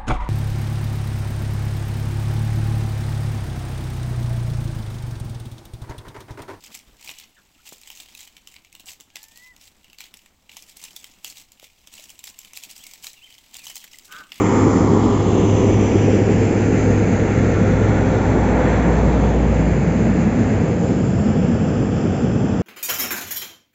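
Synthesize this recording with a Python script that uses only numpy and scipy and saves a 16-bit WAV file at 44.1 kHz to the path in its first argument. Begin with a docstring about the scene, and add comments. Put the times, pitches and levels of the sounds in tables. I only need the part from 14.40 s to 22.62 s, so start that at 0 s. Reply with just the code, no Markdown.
"""A six-cylinder diesel road roller works a gravel bed: exhaust note, pump whine, fan roar, clatter, hiss.
Its eccentric drum shakes the ground until switched off. A bus passes with a swelling exhaust boom
and tyre rush, over a low roadside rumble and far traffic. The microphone pans away from the roller;
its two ports are summed, so notches sweep through roller and bus as their bearings change."""
import sys
import numpy as np
from scipy.fft import rfft, irfft, next_fast_len
from scipy.io import wavfile
from scipy.ndimage import map_coordinates

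SR = 44100
rng = np.random.default_rng(int(sys.argv[2]) if len(sys.argv) > 2 else 0)


def store_pcm(level_fs):
    """Save levels as 16-bit WAV."""
    pcm = np.round(np.clip(level_fs, -1, 1) * 32767).astype(np.int16)
    wavfile.write(sys.argv[1], SR, np.atleast_2d(pcm).T)


N = 362502

PORT_MS = 0.494  # lag between the ports, sound from the side


def amp(db):
    """Decibels to gain."""
    return 10 ** (np.asarray(db) / 20)


def unit(x):
    """x scaled to rms 1."""
    return x / np.sqrt(np.mean(x ** 2) + 1e-20)


def curves(rows):
    """One value per sample for each column after the time."""
    s, *cols = np.transpose(rows)
    return [np.interp(np.arange(N) / SR, s, c) for c in cols]


def wobble(rate):
    """A smooth random curve, rate knots a second."""
    return map_coordinates(rng.standard_normal(int(N * rate / SR) + 4), [np.arange(N) * rate / SR])


def filtered(x, response):
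    """x times a response of frequency."""
    m = next_fast_len(N + SR // 2)
    return irfft(rfft(x, m) * response(np.fft.rfftfreq(m, 1 / SR)), m)[:N]


def coloured(x, spectrum):
    """x shaped by (Hz, dB) points on a log axis, at rms 1."""
    f, db = np.transpose(spectrum)
    return unit(filtered(x, lambda hz: amp(np.interp(np.log(hz + 1), np.log(f), db))))


def noise(spectrum):
    """Coloured noise of rms 1."""
    return coloured(rng.standard_normal(N), spectrum)


def tone(turns, waver_db, drift):
    """A line of rms 1 whose level and phase waver in the moving air."""
    phase = 2 * np.pi * (turns + rng.random()) + drift * wobble(5.5)
    return unit(amp(waver_db * wobble(6.6)) * np.sin(phase))


def ports(x, lag_ms, far_share, shadow_hz=10000):
    """Sum of the two ports: the far one hears x later, its treble shadowed by the camera body."""
    shadowed = filtered(x, lambda hz: far_share / (1 + (hz / shadow_hz) ** 2))
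    return (x + delayed(shadowed, lag_ms)) / np.sqrt(1 + far_share ** 2)


def delayed(x, lag_ms):
    """x arriving lag_ms later."""
    return map_coordinates(x, [np.arange(N) - np.abs(lag_ms) * SR / 1000], order=3, mode="mirror")


def seconds():
    """The time of every sample."""
    return np.arange(N) / SR


def step(x, middle, edge):
    """A soft step from 0 to 1 as x passes middle."""
    return .5 + .5 * np.tanh((x - middle) / (2 * edge))


def band(centre_hz, width_hz):
    """Narrow noise of rms 1 around a steady or moving centre."""
    phase = 2 * np.pi * np.cumsum(np.full(N, centre_hz)) / SR
    return unit(wobble(width_hz) * np.cos(phase) + wobble(width_hz) * np.sin(phase))


def swell(peak_s, hold_s, db, rise_db_per_s, fall_db_per_s):
    """Gain that rises until peak_s and falls from peak_s + hold_s."""
    t = seconds() - peak_s
    return amp(db - rise_db_per_s * np.maximum(-t, 0) - fall_db_per_s * np.maximum(t - hold_s, 0))


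def gush(peak_s, hold_s, db, rise_db_per_s, fall_db_per_s, centre_hz, glide_hz_per_s, width_hz):
    """Swell of narrow noise, gliding in pitch around its peak."""
    hz = centre_hz + glide_hz_per_s * np.clip(seconds() - peak_s, -.5, 1)
    return swell(peak_s, hold_s, db, rise_db_per_s, fall_db_per_s) * band(hz, width_hz)


def exhaust_and_pump(cycles, trim_db=-4):
    """Exhaust harmonics of the four-stroke cycle and steady hydraulic whine, on one envelope."""
    # t/s, level/dB before trim
    exhaust_envelope = [(0, -23.5), (1.4, -22), (3.6, -22.5), (4.8, -32.5), (8.22, -34.5)]
    # multiple of cycle rate, relative level/dB
    exhaust_lines = [(6, 3.5), (12, -7), (18, -13), (40, -17), (46, -19), (47, -17.5)]
    # f/Hz, relative level/dB
    pump_lines = [(261.5, -4.5), (449.5, -9), (514, -11.5)]
    level_db, = curves(exhaust_envelope)
    exhaust = sum(amp(db) * tone(k * cycles, waver_db=1, drift=0.05) for k, db in exhaust_lines)
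    pump = sum(amp(db) * tone(hz * seconds(), waver_db=3.5, drift=0.96) for hz, db in pump_lines)
    return amp(level_db + trim_db) * (exhaust + pump)


def block_tones(cycles):
    """The engine block sounds at high harmonics of the cycle."""
    # multiple of cycle rate, relative level/dB
    block_lines = [(53, -4.5), (54, -9.5), (58, -5), (59, -6.5), (66, -3), (68, -5), (70, -3), (72, -11.5),
                   (78, -8.5), (81, -13)]
    return sum(amp(db) * tone(k * cycles, waver_db=7, drift=0.8) for k, db in block_lines)


def throb(cycles, uneven_db, repeat_share):
    """White engine noise, partly repeating each cycle; the nearer cylinders knock louder."""
    size = int(1 / np.mean(np.gradient(cycles)))
    repeating = map_coordinates(rng.standard_normal(size), [cycles % 1 * size], order=1, mode="grid-wrap")
    rattle = np.sqrt(repeat_share) * unit(repeating) + np.sqrt(1 - repeat_share) * rng.standard_normal(N)
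    return rattle * amp(uneven_db * np.cos(2 * np.pi * cycles))


def fan_roar(cycles):
    """Low fan noise with a flickering level."""
    # f/Hz, relative level/dB
    roar_spectrum = [(40, -52.5), (60, -7.5), (120, -8), (190, -7), (260, 0.5), (330, 0.5), (400, -1),
                     (510, -0.5), (570, -9), (720, -19), (1100, -46), (3000, -80)]
    flicker = amp(0.61 * wobble(14) + 1.4 * wobble(36))
    return flicker * coloured(throb(cycles, uneven_db=0.3, repeat_share=0.059), roar_spectrum)


def puffs(firings):
    """One pressure pulse per firing: most are weak, a few thump."""
    # f/Hz, relative level/dB
    puff_spectrum = [(60, -33.5), (110, -21), (170, -4.5), (270, 0.5), (400, -2.5), (470, -4), (560, -17),
                     (1000, -43.5)]
    fired = np.diff(np.floor(firings), prepend=0)
    return coloured(-fired * rng.random(N) ** 3, puff_spectrum)


def clatter(cycles, buzz_db=1.5):
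    """Block clatter, buzzing at seven beats a cycle."""
    # f/Hz, relative level/dB
    clatter_spectrum = [(400, -42.5), (580, -5.5), (720, -3), (960, -4), (1200, -5.5), (1450, -11),
                        (1800, -12.5), (4000, -61.5)]
    buzz = amp(buzz_db * np.cos(2 * np.pi * 7 * cycles))
    return coloured(buzz * throb(cycles, uneven_db=0.5, repeat_share=0.25), clatter_spectrum)


def injector_rasp(cycles):
    """Bright injector noise, pulsing slightly once a cycle."""
    # f/Hz, relative level/dB
    rasp_spectrum = [(700, -25.5), (1100, -9), (1370, 4.5), (1700, 0.5), (2350, -1.5), (2750, -3.5),
                     (3400, -13), (5000, -22), (7500, -44.5)]
    return amp(0.4 * np.cos(2 * np.pi * cycles)) * noise(rasp_spectrum)


def bounced(x):
    """Direct sound plus a reflection off packed soil that fades as the roller comes close."""
    # t/s, lag/ms, reflection gain
    reflection = [(0, 0.93, 0.54), (0.55, 0.94, 0.47), (1.1, 1.02, 0.29), (1.7, 0.83, 0)]
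    lag_ms, strength = curves(reflection)
    return (x + strength * delayed(x, lag_ms)) / np.sqrt(1 + strength ** 2)


def from_roller(x, bearing_deg):
    """x at the summed ports, from a bearing on the roller."""
    return ports(x, PORT_MS * np.sin(np.radians(bearing_deg)), far_share=0.6, shadow_hz=8500)


def hiss(bearing_deg):
    """Hiss from the roller's front, middle and rear; a wide span blurs their notches."""
    # f/Hz, relative level/dB
    hiss_spectrum = [(1500, -18.5), (2600, -3), (3400, 3), (4400, -0.5), (5200, 3.5), (6000, 0), (6700, 2),
                     (7400, 6.5), (8000, -22)]
    # t/s, half span/deg
    half_span = [(0, 3.2), (1.5, 8.4), (4, 4.6), (8.22, 0.98)]
    half_deg, = curves(half_span)
    parts = (from_roller(noise(hiss_spectrum), bearing_deg + side * half_deg) for side in (-1, 0, 1))
    return sum(parts) / np.sqrt(3)


def sizzle():
    """A narrow band of hiss stands out twice and slides in pitch."""
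    # peak/s, hold/s, level/dB, rise/(dB/s), fall/(dB/s), f/Hz, glide/(Hz/s)
    sizzles = [(1.1, 0.4, -43, 23.5, 18.5, 6210, -700), (2.3, 0.27, -48.5, 16, 17, 6310, 601.5)]
    return sum(gush(*row, width_hz=750) for row in sizzles)


def roller():
    """The diesel's parts summed; levels and port lag shift as the microphone turns away."""
    # t/s, firing rate/Hz
    engine_speed = [(0, 102.7), (1, 102.7), (2.5, 102.8), (8.2, 102.1)]
    # t/s, bearing off axis/deg
    roller_bearing = [(0, 13.5), (.45, 20.6), (1.1, 38.5), (1.8, 55), (2.5, 68), (4.2, 95), (5.4, 113),
                      (6.2, 113), (7, 128), (8.22, 131)]
    firing_hz, = curves(engine_speed)
    bearing_deg, = curves(roller_bearing)
    turned = (1 - np.cos(np.radians(bearing_deg))) / 2  # 0 ahead, 1 behind
    screened = step(bearing_deg, 117.2, 0.87)  # engine bay screened behind the microphone
    roar_db = -18.5 - 13 * turned
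    hood_db = -27 - 23 * turned
    clatter_db = -29.5 - 3.5 * turned - 16 * screened
    rasp_db = -34.5 - 7.5 * turned - 17.5 * screened
    firings = np.cumsum(firing_hz * (1 + 0.00083 * wobble(3.04))) / SR
    cycles = firings / 6
    lines = exhaust_and_pump(cycles)
    block = amp(-12) * block_tones(cycles)
    roar = amp(roar_db) * (fan_roar(cycles) + amp(-6) * puffs(firings))
    hood_resonance = amp(hood_db) * band(centre_hz=393, width_hz=42)
    knocking = amp(clatter_db) * (clatter(cycles) + block)
    flutter = amp(0.7 * wobble(16))  # moving air
    treble_gain = flutter * amp(2.5 * (1 - step(seconds(), 0.41, 0.025)))  # brighter at first
    rasp = amp(rasp_db) * treble_gain * injector_rasp(cycles)
    body = lines + hood_resonance + bounced(roar + knocking + rasp)
    hiss_db = -38.5 - 7.5 * turned + .25 * np.cos(2 * np.pi * firings)
    hissing = amp(hiss_db) * treble_gain * hiss(bearing_deg)
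    return from_roller(body, bearing_deg) + hissing + flutter * sizzle()


def drum(spin_hz=30.43, stop_s=4.1, fall_db_per_s=55.5):
    """An eccentric weight shakes the ground at its spin rate and twice that, until switched off."""
    level_db = -37 - fall_db_per_s * np.maximum(seconds() - stop_s, 0)
    spin = spin_hz * seconds()
    shake = tone(spin, waver_db=1, drift=.08) + amp(-1) * tone(2 * spin, waver_db=2, drift=.4)
    return amp(level_db) * shake


def rumble():
    """Lumpy low roadside noise."""
    # t/s, level/dB
    rumble_envelope = [(0, -26), (1, -20.5), (3.5, -20.5), (4.5, -19), (6.3, -18.5), (7, -17.5),
                       (8.22, -19)]
    # f/Hz, relative level/dB
    rumble_spectrum = [(15, -58.5), (35, -38), (55, -9), (80, -5), (108, 0.5), (135, -2), (185, 1),
                       (245, -2.5), (295, -11.5), (400, -18), (700, -23.5), (2000, -56)]
    level_db, = curves(rumble_envelope)
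    return amp(level_db) * unit(amp(0.36 * wobble(25)) * noise(rumble_spectrum))


def far_traffic(turn_s=6.1):
    """Distant traffic, louder once the microphone faces up the road."""
    # f/Hz, relative level/dB
    traffic_spectrum = [(200, -13.5), (450, -6), (800, -4.5), (1020, -16.5), (1250, -10), (1650, -13.5),
                        (2150, -21.5), (2600, -19), (3300, -25.5), (4200, -35.5), (5200, -21), (6500, -38),
                        (7500, -34.5)]
    level_db = -41.5 + 9 * step(seconds(), turn_s, 0.33)
    return amp(level_db + 0.51 * wobble(10)) * noise(traffic_spectrum)


def bus_exhaust(firings):
    """Low gushes, and a boom that peaks when the tailpipe faces the microphone."""
    # peak/s, hold/s, level/dB, rise/(dB/s), fall/(dB/s)
    boom_swell = (5, -0.07, -17, 6, 13.5)
    # peak/s, hold/s, level/dB, rise/(dB/s), fall/(dB/s), f/Hz, glide/(Hz/s)
    gushes = [(3.192, 0.2, -27, 6.5, 4, 171.8, 0.5), (5.519, 0.5, -20, 28, 51.5, 177.5, 115)]
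    boom = swell(*boom_swell) * tone(firings, waver_db=.7, drift=.08)
    return boom + sum(gush(*row, width_hz=80) for row in gushes)


def bus_resonances():
    """Tyre tread and engine resonances swell as the bus approaches."""
    # peak/s, hold/s, level/dB, rise/(dB/s), fall/(dB/s), f/Hz, glide/(Hz/s)
    resonances = [(3.85, 0.4, -35.5, 19.5, 15, 820, 0), (3.35, 0.35, -38, 8.5, 24.5, 1400, 60)]
    return sum(gush(*row, width_hz=190) for row in resonances)


def bus(pass_s=4.5, speed_m_per_s=12, distance_m=14, ground_db_per_m=0.04, firing_hz=58.9):
    """Straight drive-past; engine and gears radiate forwards, then the body shields them."""
    # f/Hz, relative level/dB
    tyre_spectrum = [(40, -28.5), (65, -2), (250, -4), (360, -1), (500, 3.5), (680, -0.5), (920, -5.5),
                     (1150, -9.5), (1600, -22.5), (2250, -21.5), (2900, -27), (4200, -30), (7500, -46)]
    # f/Hz, relative level/dB
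    engine_spectrum = [(500, -26), (750, 0), (920, 7.5), (1150, -14), (1400, 0), (1900, -1.5), (2250, -1),
                       (2750, -17), (3400, -19.5), (4200, -14), (5200, -35.5), (6500, -32), (7500, -15)]
    # t/s, bearing/deg
    bus_bearing = [(2, -63.5), (3.25, -48.5), (4.25, -7), (4.6, 23), (5, 41.5), (5.4, 64.5), (6, 98),
                   (8.22, 139)]
    along_m = speed_m_per_s * (seconds() - pass_s)
    range_m = np.hypot(along_m, distance_m)
    receding = along_m / range_m
    near_db = -20 * np.log10(range_m / distance_m) - ground_db_per_m * (range_m - distance_m)
    front_db = near_db - receding - 5.5 * step(seconds(), 4.6, 0.037)
    firings = firing_hz * seconds()
    exhaust = bus_exhaust(firings)
    gear_hz = 504 / (1 + receding * speed_m_per_s / 343)  # Doppler
    gears = amp(-32.5 + front_db) * tone(np.cumsum(gear_hz) / SR, waver_db=4, drift=0.87)
    tyres = amp(-25 + near_db + 0.25 * wobble(4.9)) * noise(tyre_spectrum)
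    throb_db = 0.52 * np.cos(2 * np.pi * firings) + 1.3 * wobble(10)
    engine = amp(-31.5 + front_db + throb_db) * noise(engine_spectrum)
    bearing_deg, = curves(bus_bearing)
    lag_ms = PORT_MS * np.sin(np.radians(bearing_deg))
    return exhaust + bus_resonances() + ports(tyres + engine + gears, lag_ms, far_share=0.34)


def far_engine():
    """An engine drones up the road near the end."""
    gain = swell(peak_s=7, hold_s=1, db=-25.5, rise_db_per_s=9, fall_db_per_s=10.5)
    return gain * band(centre_hz=226.4, width_hz=62)


def scene():
    """All sources at the microphone, mono."""
    return (roller() + drum() + bus() + far_engine() + rumble() + far_traffic())[None]


def record(dry):
    """The microphone softens one treble band and passes nothing above its band limit."""
    low_hz, high_hz, soft_db, top_hz = 3560, 5860, -5.5, 7620
    return filtered(dry[0], lambda f: amp(soft_db * ((f > low_hz) & (f < high_hz))) * (f < top_hz))[None]


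dry = scene()
out = record(dry)
store_pcm(out)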